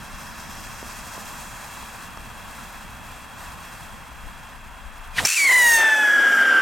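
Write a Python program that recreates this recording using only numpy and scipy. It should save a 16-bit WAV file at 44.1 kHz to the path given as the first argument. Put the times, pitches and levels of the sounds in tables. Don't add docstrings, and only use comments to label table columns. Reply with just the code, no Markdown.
import sys
import numpy as np
from scipy import signal
from scipy.fft import rfft, irfft, next_fast_len
from scipy.io import wavfile
from scipy.ndimage import map_coordinates

SR = 44100
rng = np.random.default_rng(int(sys.argv[2]) if len(sys.argv) > 2 else 0)


def wav_record(signal):
    frames = np.transpose(np.atleast_2d(signal))
    bounded = np.clip(frames, -1, 1)
    quanta = np.round(bounded * 32767).astype(np.int16)
    wavfile.write(sys.argv[1], SR, quanta)


def nominal_scale(level):
    x = np.asarray(level, float) / 20
    return 10 ** x


N = 291508

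POP_S = 5.2515
LOCK_S = (5.345, 5.36)
PAIRING_S = (5.37, 5.53)
STUMBLE_S = (5.44, 5.47, 5.53, 5.57)
THRUST_S = (5.36, 5.7)
CLIMB_S = (5.757, 5.85)
EVEN_S = (6.04, 6.1)


def rocket():
    half = pulse_phase()
    return whistle(half) + jet(half)


def pulse_phase():
    ragged = flame()[0]
    unsteady = .02 * ragged * drift(50.0) + wobble()
    return np.pi * np.cumsum(tube_pitch() * (1 + unsteady)) / SR


def tube_pitch():
    start_hz, end_hz = 2400, 2670
    jump_s = (5.37, 5.377)
    settle_hz, excess_hz, settle_s, sag_hz_per_s = 1796, 579, .222, 190
    free = start_hz + (end_hz - start_hz) * (1 - np.exp(-since(POP_S) / .03))
    age = since(jump_s[1])
    settled = settle_hz + excess_hz * np.exp(-age / settle_s) - sag_hz_per_s * age
    return free + (settled - free) * ramp(*jump_s)


def wobble():
    young, stumbling, settled = .012, .014, .003
    depth = settled + young * (1 - ramp(*STUMBLE_S[2:])) + stumbling * swell(*STUMBLE_S)
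    return depth * drift(60)


def flame():
    lock, paired, climb, even = burn_stages()
    stumble = swell(*STUMBLE_S)
    roughness = .03 * (1 - ramp(*STUMBLE_S[2:])) + .03 * stumble + .015 + .05 * climb + .06 * even
    ragged = .96 * (1 - lock) + lock * roughness
    crackle = .02 + .88 * np.exp(-since(5.32) / .09)
    locked = lock * (.95 - .15 * stumble) * np.exp(-since(5.78) / .17)
    alternation = paired * (1 - .85 * even)
    piped = 1 - np.exp(-since(LOCK_S[0]) / .17)
    return ragged, crackle, locked, alternation, piped


def burn_stages():
    return ramp(*LOCK_S), ramp(*PAIRING_S), ramp(*CLIMB_S), ramp(*EVEN_S)


def whistle(half):
    # (time [s], tone level [dB])
    strength = [
        (5.26, -30),
        (5.36, -24.5),
        (5.38, -20),
        (5.5, -13),
        (5.72, -13.5),
        (5.8, -17),
        (5.93, -15),
        (5.986, -20),
        (6.04, -16),
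    ]
    # (multiple of half the pitch, level [dB])
    orders = [(1, -10), (2, 0), (3, -12.5), (4, -19.5), (5, -15.5), (6, -24.5), (7, -13), (8, -33),
              (9, -14.5), (10, -38)]
    tone_db, on = in_time(strength)
    half_db, over_db, band_db = whistle_levels()
    ragged, _, locked, alternation, _ = flame()
    levels = dict(orders)
    clear = np.sqrt(1 - ragged)
    note = np.sqrt(2) * clear * np.sin(2 * half) + np.sqrt(ragged) * noise_band(2 * half, 110.0)
    tone = nominal_scale(tone_db) * note
    for k, db in orders:
        if k == 2:
            continue
        level = alternation * nominal_scale(half_db - levels[1]) if k % 2 else nominal_scale(over_db - levels[4])
        steady = np.where(k > 4, locked ** 3 * nominal_scale(9 - 9 * alternation), 1)
        flicker = nominal_scale(db + 0.69 * drift(120.0))
        tone = tone + np.sqrt(2) * clear * steady * level * flicker * np.sin(k * half + 0.7 * k)
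    under = noise_band(1.74 * half, 75.0) + nominal_scale(-33) * noise_band(4.5 * half, 130.0)
    return on * (tone + nominal_scale(band_db) * under)


def whistle_levels():
    lock, paired, climb, even = burn_stages()
    half_db = -28 - 12 * (1 - ramp(LOCK_S[1], PAIRING_S[1])) - 3 * climb - 9 * even
    half_db = half_db + 1.5 * drift(14.0)
    over_db = -31.5 - 9 * (1 - lock) + 5.5 * climb - 13 * since(LOCK_S[1])
    band_db = -42 + 10.5 * lock * (1 - paired) + 7.5 * even
    band_db = band_db + 8 * ramp(CLIMB_S[1] - .15, CLIMB_S[1] + .05)
    slips_s, width_s = (5.575, 5.705, 5.845, 5.89, 5.945, 6.035), .005
    slips = sum(np.exp(-((np.arange(N) / SR - s) / width_s) ** 2) for s in slips_s)
    return half_db - 14 * slips, over_db, band_db + 9 * slips


def jet(half):
    # (frequency [Hz], density [dB per Hz])
    thud_hue = [(130, -29), (190, -9.5), (250, 2), (330, 1.5), (450, -41)]
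    rumble_hue = [(210, -50), (350, -14.5), (714, -11), (867, -10.5), (1010, -11.5), (1660, -7),
                  (2690, -14), (3260, -17.5), (4000, -29.5), (5200, -33), (8800, -120)]
    hiss_hue = [(900, -8), (2300, -1.5), (4000, -1.5), (8000, -2), (10000, -4.5), (16700, -11.5)]
    _, crackle, locked, alternation, piped = flame()
    thud, rumble, hiss_db, top_db = jet_levels()
    lit = ramp(POP_S - .007, POP_S) ** 3
    rumble = rumble * nominal_scale(11.5 + 1.0 * drift(38.0)) * colour(tube_noise(half, 0), rumble_hue)
    thud = thud * colour(rng.standard_normal(N), thud_hue)
    through_tube = np.sqrt(piped) * tube_noise(half, locked * alternation)
    gas = through_tube + np.sqrt(1 - piped) * rng.standard_normal(N)
    hiss = np.sqrt(1 - crackle) * colour(gas, hiss_hue) + np.sqrt(crackle) * cracks()
    body = signal.sosfilt(signal.butter(4, 10000, "low", fs=SR, output="sos"), hiss)
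    top = signal.sosfilt(signal.butter(4, 10000, "high", fs=SR, output="sos"), hiss)
    air = signal.sosfiltfilt(signal.butter(3, 13500, "high", fs=SR, output="sos"), top)
    top = top - air * (1 - nominal_scale(-22 * since(6.05)))
    hiss = nominal_scale(0.37 * drift(31.0)) * (nominal_scale(hiss_db) * body + nominal_scale(top_db + 2.5) * top)
    return lit * (thud + rumble + hiss)


def jet_levels():
    climb, late = ramp(*CLIMB_S), ramp(CLIMB_S[1], N / SR)
    thrust_s, full_s = THRUST_S
    pop = nominal_scale(-60 * since(POP_S - .006) / .029)
    thud_db = -54 - 15 * (1 - ramp(thrust_s, thrust_s + 0.062)) + 15 * np.minimum(since(thrust_s), .95)
    thud = np.hypot(nominal_scale(thud_db), nominal_scale(-36) * pop)
    lift_db = 3.5 * swell(5.74, 5.82, 5.87, 5.95)
    rumble_db = -41 - 15 * (1 - ramp(thrust_s, thrust_s + 0.15)) + lift_db
    rumble = np.hypot(nominal_scale(rumble_db), nominal_scale(-17.5) * pop)
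    thud, rumble = [nominal_scale(1.3 * drift(8.6)) * layer for layer in (thud, rumble)]
    hiss_db = -29 + 11.5 * np.exp(-since(POP_S) / 0.14) + 2.8 * ramp(5.58, full_s)
    hiss_db = hiss_db - 11.5 * climb - 5 * late
    top_db = -34.5 + 7.0 * np.exp(-since(POP_S + .02) / .06) + 12.5 * ramp(5.35, full_s)
    top_db = top_db - 20.5 * climb - 2 * late
    falter_db = -3 * swell(5.42, 5.455, 5.47, 5.5) + 2.5 * swell(6.25, 6.32, 6.4, 6.44)
    return thud, rumble, hiss_db + falter_db, top_db + falter_db


def tube_noise(half, locked):
    # (multiple of half the pitch, width [multiples], level [dB])
    resonances = [(.66, .2, 3), (1.35, .4, -4), (3.25, .5, -8), (3.8, .9, 7), (5, .9, -5), (6, .9, 5),
                  (7.1, .8, 10), (9.1, .9, 8), (14.4, 1.0, 6), (16.5, 1.2, 8)]
    size = 64
    place = half / (2 * np.pi) * size
    count = next_fast_len(int(place[-1]) + 2)
    order = np.fft.rfftfreq(count, 1 / size)
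    tube_db = sum(db / (1 + (2 * (order - k) / width) ** 2) for k, width, db in resonances)
    shaped = rfft(rng.standard_normal(count)) * nominal_scale(tube_db)
    memory = .8 / (1 + (order / 14) ** 4)
    comb = 1 / (1 - memory * np.exp(-2j * np.pi * order))
    loose, tight = [map_coordinates(rms_one(irfft(shaped * c, count)), [place], order=3) for c in (1, comb)]
    return np.sqrt(1 - locked) * loose + np.sqrt(locked) * tight


def cracks():
    # (frequency [Hz], level [dB], t60 [s])
    detonation = [(6630, 0.5, .0014), (8200, -2, 0.00085), (2560, -11.5, 0.0043), (12500, -1, .0004)]
    shortest_ms, mean_extra_ms, echo_ms = .9, .9, .68
    draws = rng.random((9000, 2))
    gaps_ms = shortest_ms - mean_extra_ms * np.log(1 - draws[:, 0])
    at = (np.cumsum(gaps_ms) * SR / 1000).astype(int)
    clicks = np.zeros(N)
    clicks[at[at < N]] = nominal_scale(7 * draws[at < N, 1])
    shape = sum(nominal_scale(db) * ring(0, hz, t60)[:400] for hz, db, t60 in detonation)
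    rung = signal.oaconvolve(clicks, shape)[:N]
    rung = signal.sosfilt(signal.butter(4, 1500, "high", fs=SR, output="sos"), rung)
    return rms_one(rung + .5 * np.roll(rung, round(echo_ms * SR / 1000)))


def ignition():
    # (time [s], pitch [Hz], tone level [dB])
    squeak = [
        (5.13, 2502, -52),
        (5.156, 2430, -48),
        (5.167, 2360, -39),
        (5.181, 2090, -30),
        (5.188, 1840, -17),
        (5.193, 1677, -19),
        (5.198, 1250, -33.5),
        (5.206, 777, -28),
        (5.24, 690, -75),
    ]
    # (start [s], full [s], held until [s], gone [s], level [dB], dull above [Hz])
    puffs = [
        (5.12, 5.193, 5.25, 5.256, -31, 9000),
        (5.148, 5.181, 5.195, 5.225, -26, 3990),
        (5.195, 5.22, 5.256, 5.27, -30, 704.3),
    ]
    # (frequency [Hz], level [dB], t60 [s])
    modes = [(5510, -1, 0.024), (6030, -4, 0.018), (2370, -12, 0.055), (8500, -34, .012)]
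    hz, tone_db, on = in_time(squeak)
    phase = 2 * np.pi * np.cumsum(hz) / SR
    tone = np.sin(phase) + .32 * np.cos(2 * phase) + .5 * noise_band(phase, 250.0)
    tone = on * (1 - ramp(POP_S - .01, POP_S)) * nominal_scale(tone_db + 3.5) * tone
    gas_hue = [(60, -17), (400, -18.0), (2000, -6), (5000, -12.0), (16000, -9.5)]
    raw_gas = colour(grains(3000, 1.1), gas_hue)
    gas = 0
    for *times, db, top_hz in puffs:
        dull = signal.sosfilt(signal.butter(2, top_hz, fs=SR, output="sos"), raw_gas)
        gas = gas + nominal_scale(db) * swell(*times) ** 2 * rms_one(dull)
    pop = sum(ring(POP_S, hz, t60) * nominal_scale(db) for hz, db, t60 in modes)
    return tone + gas + nominal_scale(-3.5) * pop


def fuse():
    # (time [s], sizzle level [dB])
    vigour = [(0.0, -48), (1.0, -46), (1.41, -45.5), (1.46, -47.5), (1.7, -46), (2.07, -47.5), (2.12, -51),
              (2.6, -48), (3.0, -52.5), (3.12, -50), (3.35, -52), (3.42, -47), (3.66, -50), (3.8, -49),
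              (4.04, -54), (4.52, -52.5), (4.62, -56), (5.13, -54)]
    # (frequency [Hz], density [dB per Hz])
    body_hue = [(150, -33), (250, -5), (362, -19.5), (393, -13), (590, -6.5), (1010, 1), (1280, -2.5),
                (1640, -2), (2090, -8.5), (2630, -7), (2990, -13.5), (3280, -10), (4000, -25), (5200, -63),
                (8800, -120)]
    sizzle_hue = [(2060, -22), (3500, -27.5), (3640, -6.5), (3910, -6.5), (4590, -8), (8420, -8.5),
                  (9580, -12), (12600, -12.5), (16400, -19)]
    early_hue = [(4000, -18), (5000, -1), (6000, 0), (7500, -14)]
    later_hue = [(4800, -28), (6000, -4), (7200, 1), (9500, -10), (15000, -13)]
    # (time [s], peak level [dB], ring [Hz], t60 [s])
    spits = [
        (.8285, -21, 450, .007),
        (.829, -26, 1500, .004),
        (1.179, -23, 550, .007),
        (2.174, -20, 1100, .005),
        (2.174, -27, 5500, .002),
        (5.0759, -31, 11000, .001),
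    ]
    # (delay [ms], pressure share)
    echoes = [(1.193, .14), (1.268, -.14), (1.382, -.19), (1.575, .2), (1.6, -.2), (1.672, -.11),
              (1.814, .12), (1.95, -.07), (3.116, -.1)]
    sizzle_db, _ = in_time(vigour)
    body_db = -18 + 0.46 * sizzle_db
    puffs = 0.38 * drift(18.0) + .5 * drift(24.0)
    body = nominal_scale(body_db + 0.56 * puffs) * colour(rng.standard_normal(N), body_hue)
    sizzle = colour(rng.standard_normal(N) + 0.46 * grains(4000, 3.5), sizzle_hue)
    burning = np.arange(N) < POP_S * SR
    direct = (body + nominal_scale(sizzle_db + 1.73 * puffs) * sizzle) * burning
    direct = direct + sum(nominal_scale(db) * ring(s, hz, t60) for s, db, hz, t60 in spits)
    risen = ramp(.3, 1.6)
    flare = np.sqrt(1 - risen) * colour(rng.standard_normal(N), early_hue)
    flare = flare + np.sqrt(risen) * colour(rng.standard_normal(N), later_hue)
    flare = nominal_scale(-49.5 + 1.6 * puffs) * swell(-.4, .6, 1.42, 2.12) * flare
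    hz = np.fft.rfftfreq(N, 1 / SR)
    weak_lows = 1 / (1 + (2300 / (hz + 1)) ** 4)
    returns = sum(share * np.exp(-2j * np.pi * hz * ms / 1000) for ms, share in echoes)
    return irfft(rfft(direct) * (1 + weak_lows * returns), N) + flare


def breeze():
    # (frequency [Hz], density [dB per Hz])
    breeze_hue = [(18, -3), (30, 5.5), (42, -3.5), (62, 4), (85, -7), (120, -31)]
    drone_hue = [(70, -21), (100, 1.5), (145, -4.5), (220, -2.5), (280, -14), (380, -14)]
    wind, drone = background_levels()
    gust = nominal_scale(1.14 * drift(12.5))
    shared, left, right = [wind * nominal_scale(-2.0) * colour(rng.standard_normal(N), breeze_hue) for _ in "slr"]
    far, far_left, far_right = [drone * nominal_scale(2.0) * colour(rng.standard_normal(N), drone_hue) for _ in "slr"]
    rising_db = np.interp(np.arange(N) / SR, [0, 3.6, 4.6], [-9, -8, 0])
    buffet = colour(rng.standard_normal(N), [(15, -11), (28, -3), (40, -7), (55, -22)])
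    buffet = buffet * wind * nominal_scale(rising_db + 2.7 * drift(1.5))
    left_port = 0.85 * shared + 0.62 * left + 0.53 * far + 0.38 * far_left + buffet
    right_port = 0.68 * shared + 0.19 * right + far + 0.62 * far_right
    return gust * np.array([left_port, right_port])


def background_levels():
    # (time [s], level [dB], half width [s])
    gusts = [
        (.15, 5, .06),
        (1.01, 1, .06),
        (3.55, 3.5, .12),
        (4.2, 1.5, 0.12),
        (4.6, 3.5, .05),
        (5.05, 4, 0.22),
    ]
    t = np.arange(N) / SR
    duck_s = 0.074
    duck_db = -38 * ramp(POP_S, POP_S + duck_s)
    breeze_db = -44 + sum(db * np.exp(-((t - s) / width) ** 2) for s, db, width in gusts) + duck_db
    drone_db = -46.5 - 1.0 * t - 5.5 * ramp(4.3, POP_S) + duck_db
    whoomph = nominal_scale(-38.5 - 62 * ramp(POP_S + 0.008, POP_S + duck_s)) * ramp(5.13, 5.21)
    blast_db = -49.5 - 14.36 * (1 - ramp(*THRUST_S)) - 29 * ramp(CLIMB_S[0], CLIMB_S[1] + 0.073)
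    blast = nominal_scale(blast_db) * ramp(THRUST_S[0], THRUST_S[0] + .1)
    wind = np.hypot(nominal_scale(breeze_db), nominal_scale(-9) * blast)
    return wind, np.sqrt(nominal_scale(drone_db) ** 2 + whoomph ** 2 + blast ** 2)


def rms_one(x):
    return x / np.sqrt(np.mean(np.abs(x) ** 2) + 1e-20)


def in_time(rows):
    s, *columns = np.transpose(rows)
    t = np.arange(N) / SR
    return [np.interp(t, s, c) for c in columns] + [np.clip((t - s[0]) / 0.0066, 0, 1)]


def ramp(start_s, end_s):
    return np.clip((np.arange(N) / SR - start_s) / (end_s - start_s), 0, 1)


def swell(start_s, full_s, held_s, gone_s):
    return ramp(start_s, full_s) * (1 - ramp(held_s, gone_s))


def since(s):
    return np.maximum(np.arange(N) / SR - s, 0)


def at_hz(points, hz):
    point_hz, point_db = np.transpose(points)
    return np.interp(np.log(hz + 1), np.log(point_hz), point_db)


def colour(x, points):
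    hz = np.fft.rfftfreq(N, 1 / SR)
    inside = (hz > points[0][0]) & (hz < points[-1][0])
    return rms_one(irfft(rfft(x) * nominal_scale(at_hz(points, hz)) * inside, N))


def drift(rate_hz):
    r = np.exp(-2 * np.pi * rate_hz / SR)
    return rms_one(signal.lfilter([1], [1, -2 * r, r * r], rng.standard_normal(N + SR))[SR:])


def noise_band(phase, width_hz):
    return drift(width_hz) * np.sin(phase) + drift(width_hz) * np.cos(phase)


def grains(per_s, spread_db):
    sizes = nominal_scale(spread_db * np.minimum(rng.exponential(1, N), 5)) * rng.choice([-1, 1], N)
    return rms_one(sizes * (rng.random(N) < per_s / SR))


def ring(at_s, hz, t60):
    out, start = np.zeros(N + SR), int(np.ceil(at_s * SR))
    t = (start + np.arange(int(2 * t60 * SR))) / SR - at_s
    out[start:start + len(t)] = np.sin(2 * np.pi * hz * t) * nominal_scale(-60 * t / t60)
    return out[:N]


def spread(x, extra_db):
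    # (frequency [Hz], side minus mid [dB])
    side_db = [(60, -55), (150, -23), (380, -11), (950, -7.5), (2380, -14.5), (5980, -9.5), (15000, -20)]
    hz = np.fft.rfftfreq(N + SR, 1 / SR)
    tail = rms_one(rng.standard_normal(6400) * nominal_scale(-np.arange(6400) / 200)) / 80
    scatter = rfft(tail, N + SR) * nominal_scale(at_hz(side_db, hz) + extra_db)
    side = irfft(rfft(x, N + SR) * scatter, N + SR)[:N]
    return np.array([x + side, x - side])


def scene():
    return spread(ignition() + rocket(), extra_db=-8.0) + spread(fuse(), extra_db=0) + breeze()


def top_cut(x):
    return signal.sosfilt(signal.butter(12, 16510, fs=SR, output="sos"), x)


def record(dry):
    ceiling = .33 + .08 * np.exp(-since(POP_S) / .1) + .2 * ramp(5.86, 6.7)
    held = dry / (1 + (dry / ceiling) ** 8) ** (1 / 8)
    cut = signal.sosfiltfilt(signal.ellip(10, .3, 50, 16450, fs=SR, output="sos"), held)
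    return top_cut(cut)


dry = scene()
out = record(dry)
wav_record(out)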